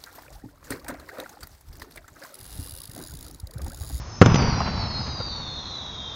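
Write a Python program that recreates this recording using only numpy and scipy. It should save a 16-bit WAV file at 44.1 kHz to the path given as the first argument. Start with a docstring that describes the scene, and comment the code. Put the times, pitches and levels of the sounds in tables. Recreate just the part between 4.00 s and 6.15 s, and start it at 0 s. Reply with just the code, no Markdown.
"""Outdoors at night, under fireworks. One shell bursts close enough to overload the microphone: damped pressure
pushes with cracks and scattered noise, then sharp echoes and smaller reports. The boom rolls away over the ground
as decaying bands of noise. Whistling stars, four near and two far, are rough tones that fall in pitch as they
burn down. Behind them lie a far, hollow pop, the noise rumble of earlier bursts and the wash of the open air."""
import sys
import numpy as np
from scipy import signal
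from scipy.fft import rfft, irfft, next_fast_len
from scipy.io import wavfile
from scipy.ndimage import map_coordinates

SR = 44100
rng = np.random.default_rng(int(sys.argv[2]) if len(sys.argv) > 2 else 0)


def bounce(signal):
    """Save signal as a 16-bit WAV file at the path given by the first command-line argument."""
    frames = np.transpose(np.atleast_2d(signal))
    limited = np.clip(frames, -1, 1)
    pcm = np.round(limited * 32767).astype(np.int16)
    wavfile.write(sys.argv[1], SR, pcm)


N = 94815
T = np.arange(N) / SR  # time [s]

# Shock fronts at the microphone: the burst, its ground bounce and echoes, then smaller reports; columns
# (time [s], push before damping and air loss [dB], length of the push [ms], scatter [dB], crack [dB])
SHOCK_FRONTS = [(0.2145, 19.5, 1.84, -5, -18.5), (0.2177, 12.5, 0.55, -19.5, -18.5),
                (0.2196, 4.5, 0.6, -16, -33), (0.225, 5.5, 1.85, -39.5, -36), (0.26, -10, 0.27, -16, -18.5),
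                (0.2613, 4, 0.96, -24.5, -46), (0.268, -1.5, 2.5, -27, -49), (.319, -8.5, 4.4, -33, -37),
                (0.344, -2.5, 1.45, -21, -20), (0.358, -6, 1.4, -30, -22), (0.4213, -8, 4.4, -26, -31),
                (0.439, -12, 3.1, -21.5, -41), (0.482, -7, 5.5, -35.5, -44), (0.526, -13, 4.5, -29.5, -56),
                (.836, -17.5, 3.2, -52, -72), (1.069, -56.5, 0.32, -60, -36.5),
                (1.204, -24.5, 3.3, -26, -53)]


def amp(db):
    """Decibels to gain."""
    return 10 ** (np.asarray(db) / 20)


def unit(x):
    """Scale to rms 1."""
    return x / np.sqrt(np.mean(x ** 2) + 1e-20)


def wobble(rate):
    """A smooth random curve with `rate` knots a second."""
    knots = rng.standard_normal(int(N * rate / SR) + 4)
    return map_coordinates(knots, [T * rate])


def filtered(x, response):
    """Multiply the spectrum of x by a response of frequency [Hz]."""
    padded = next_fast_len(N + SR // 2)
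    hz = np.fft.rfftfreq(padded, 1 / SR)
    return irfft(rfft(x, padded) * response(hz), padded)[:N]


def noise(spectrum):
    """Noise of rms 1, coloured by (frequency [Hz], relative level [dB]) points."""
    points_hz, points_db = np.transpose(spectrum)

    def colour(hz):
        return amp(np.interp(np.log(hz + 1), np.log(points_hz), points_db))

    return unit(filtered(rng.standard_normal(N), colour))


def fade(age, t60):
    """Exponential decay from age zero, falling 60 dB in t60 seconds."""
    return (age >= 0) * np.exp(-np.log(1000) * np.maximum(age, 0) / t60)


def background():
    """Far rumble of earlier bursts and the steady wash of the open air, both coloured noise."""
    # Rumble of earlier bursts: (time [s], level [dB])
    rumble_level = [(0, -29.5), (.04, -36), (.17, -40.5), (.4, -30.5), (1.25, -38), (1.5, -46.5),
                    (2.15, -44.5)]
    # Colour of that rumble: (frequency [Hz], relative level [dB])
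    rumble_colour = [(25, -17), (70, 7.5), (120, -0.5), (600, -71)]
    # Colour of the night air: (frequency [Hz], relative level [dB])
    air_colour = [(20, -11), (150, 2), (400, -6.5), (1100, -3.5), (1700, -12.5), (3000, -19), (4900, -15.5),
                  (6500, -14.5), (7600, -40.5)]
    air_db = -43

    rumble = amp(np.interp(T, *np.transpose(rumble_level))) * noise(rumble_colour)
    return rumble + amp(air_db) * noise(air_colour)


def roll():
    """Countless echoes of the burst: noise with a quick decay and a long one per band, grainy above the bass."""
    # The boom over the ground, by band:
    # (centre [Hz], early level [dB], early t60 [s], late level [dB], late t60 [s])
    bands = [(50, -34, 4.8, -48, 8.2), (127, -15, 1.24, -24.5, 3.67), (349.5, -27, 1.4, -40, 5.4),
             (920, -26, 1.46, -29.5, 4.16), (1910, -32.5, 2.44, -42, 5.1), (5230, -36, 0.33, -80, 0.83)]
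    rise_s, lump_db, grain_db = 0.023, 1.5, 1.8

    age = T - SHOCK_FRONTS[0][0]
    log_centres = np.log([row[0] for row in bands])
    lumps = amp(lump_db * wobble(44.76))  # shared by all bands
    echoes = np.zeros(N)
    for share, (_, early_db, early_t60, late_db, late_t60) in zip(np.eye(len(bands)), bands):

        def band(hz):
            return np.interp(np.log(hz + 1), log_centres, share) * hz / (hz + 20)

        early = amp(early_db) * fade(age, early_t60)
        late = amp(late_db) * fade(age, late_t60)
        echoes += np.hypot(early, late) * unit(filtered(rng.standard_normal(N), band)) * lumps

    bass = filtered(echoes, lambda hz: 1 / (1 + (hz / 400) ** 4))
    grain = unit(amp(grain_db * wobble(450)))
    rise = 1 - np.exp(-np.maximum(age, 0) / rise_s)
    return (bass + (echoes - bass) * grain) * rise


def pop():
    """A far, hollow report: a few rough cycles at one pitch, dying away quickly."""
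    start_s, pitch_hz, level_db, t60_s = 0.6045, 880, -17, 0.06
    age = T - start_s
    rough_phase = 2 * np.pi * pitch_hz * age + wobble(500)
    return amp(level_db) * fade(age, t60_s) * np.sin(rough_phase)


def whistle(rows, flutter, swing=0):
    """A burning tube's tone, hoarse while high, in a narrow rush of gas that swells once; tumbling swings its pitch."""
    tumble_hz, rise_s = 10, 0.05
    flutter_at_hz, flutter_grows = 4000, 5.4  # pitch where flutter is as given, and its power law with pitch
    rasp_db, sputter_s, sputter_length_s, sputter_peak_db = -22, 1.67, 0.045, 18

    s, hz, db = np.transpose(rows)
    glide = np.interp(T, s, hz)
    turn = np.cos(2 * np.pi * tumble_hz * T + 0.5 * wobble(4))
    hoarse = flutter * (glide / flutter_at_hz) ** flutter_grows
    pitch = glide * (1 + swing * turn + hoarse * wobble(500) + 0.0018 * wobble(22))

    ignition = np.clip((T - s[0]) / rise_s + 1, 0, 1)  # full by the first row
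    level = amp(np.interp(T, s, db) + 2.3 * wobble(24))

    sputter_db = sputter_peak_db * np.exp(-((T - sputter_s) / sputter_length_s) ** 2)
    gas = (wobble(450) + 1j * wobble(450)) / np.sqrt(2)
    rasp = amp(rasp_db + sputter_db) * gas  # narrow noise carried at the tone's own pitch
    tone = np.real((1 + rasp) * np.exp(2j * np.pi * np.cumsum(pitch) / SR))
    return ignition * level * np.sqrt(2) * tone


def stars():
    """The whistles flying past; their echoes trail at the higher pitch of a moment before."""
    # Four near stars, then two faint, far ones: (time [s], pitch [Hz], level before the direct or echo gain [dB])
    high_star = [(0, 6450, -73), (0.17, 6180, -46.5), (0.43, 5810, -40.5), (0.58, 5660, -43.5),
                 (0.73, 5420, -50.5), (0.9, 5200, -41), (1.18, 4790, -40.5), (1.35, 4450, -40.5),
                 (1.6, 4140, -44), (1.8, 3910, -37), (2, 3780, -42.5), (2.15, 3710, -42)]
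    second_star = [(0, 5280, -53.5), (0.33, 5170, -39.5), (0.5, 4950, -45), (0.61, 4960, -43),
                   (0.8, 4850, -47.5), (1.08, 4604, -45.5), (1.35, 4340, -54), (1.62, 4236, -57),
                   (1.68, 4240, -43), (1.84, 3987, -59.5)]
    tumbling_star = [(0.28, 4982, -49), (0.48, 4729, -40), (0.66, 4530, -45.5), (0.78, 4440, -42),
                     (0.97, 4257, -37), (1.1, 4190, -46.5), (1.33, 3995, -45), (1.42, 3760, -40),
                     (1.75, 3674, -45), (2.15, 3534, -44)]
    low_star = [(0.4, 4603, -39), (0.505, 4500, -37.5), (0.53, 4230, -47), (0.55, 4103, -42.5),
                (0.72, 4032, -43), (1, 3885, -44), (1.2, 3816, -43.5), (1.42, 3563, -45),
                (1.58, 3514, -42.5), (1.65, 3343, -52), (1.8, 3388, -46.5), (2.15, 3198, -45.5)]
    far_star = [(1.051, 6330, -54.5), (1.301, 5840, -59), (1.601, 5650, -55.5), (2.15, 5206, -68)]
    farthest_star = [(1.351, 6600, -74), (1.722, 6060, -58), (2.098, 5580, -63)]
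    # The high star's throb, ever slower: (time [s], rate [beats/s], depth [0-1])
    throb_rows = [(1.0, 110, .4), (1.75, 68, .65), (2.15, 46, .75)]
    direct_db, echo_db, echo_t60_s = -0.8, -7.5, 0.7

    s, beats, depth = np.transpose(throb_rows)
    throb_phase = 2 * np.pi * np.cumsum(np.interp(T, s, beats)) / SR + 0.5 * wobble(4)
    throb = 1 + np.interp(T, s, depth) * np.sin(throb_phase)

    direct = throb * whistle(high_star, flutter=0.0018)
    direct += whistle(second_star, flutter=0.0042) + whistle(low_star, flutter=0.0022)
    for rows in (tumbling_star, far_star, farthest_star):
        direct += whistle(rows, flutter=0.0011, swing=0.011)

    tail = rng.standard_normal(N) * fade(T, echo_t60_s)
    echoes = signal.fftconvolve(direct, tail / np.linalg.norm(tail))[:N]
    return amp(direct_db) * direct + amp(echo_db) * echoes


def reports():
    """Each front is a sudden push and a longer suction, with a bright crack and a short spray of scattered sound."""
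    # Colour of the scattered spray: (frequency [Hz], relative level [dB])
    scatter_colour = [(60, 6), (330, -2), (470, 12), (620, -6), (1000, -8), (1380, 2.5), (1600, -10),
                      (2050, -18.5), (7000, -62)]
    # Colour of the crack: (frequency [Hz], relative level [dB])
    crack_colour = [(300, -4), (2000, 9.5), (4200, 4.5), (6700, 4.5), (7800, -36)]
    rise, damping = 0.15, 0.76  # rise time in push lengths, decay rate per push length
    scatter_t60_s, crack_t60_s = 0.057, 0.03
    front_top_hz = 1580  # the air takes the edge off every front

    fronts, spray, crack = np.zeros((3, N))
    for s, push_db, ms, scatter_db, crack_db in SHOCK_FRONTS:
        u = np.maximum(T - s, 0) * 1000 / ms  # age in push lengths
        swing = np.cos(np.pi * u / 2) * np.exp(-damping * u)
        fronts -= amp(push_db) * (1 - np.exp(-u / rise)) * swing  # a push drives the waveform negative
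        spray += amp(scatter_db) * fade(T - s, scatter_t60_s)
        crack += amp(crack_db) * fade(T - s, crack_t60_s)

    softened = filtered(fronts, lambda hz: 1 / (1 + 1j * hz / front_top_hz))
    return softened + spray * noise(scatter_colour) + crack * noise(crack_colour)


def scene():
    """Everything, near and far, at one microphone."""
    return (background() + roll() + pop() + stars() + reports())[None]


def record(dry):
    """The input clips on the burst; then the treble is cut, and its overshoot meets full scale again."""
    clip_top, treble_top_hz, top_hz = 1.0, 7600, 15800
    clipped = np.clip(dry[0], -clip_top, clip_top)
    heard = filtered(clipped, lambda hz: 1 / (1 + (hz / treble_top_hz) ** 60))
    clipped_again = np.clip(heard, -clip_top, clip_top)
    return filtered(clipped_again, lambda hz: hz < top_hz)[None]


dry = scene()
out = record(dry)
bounce(out)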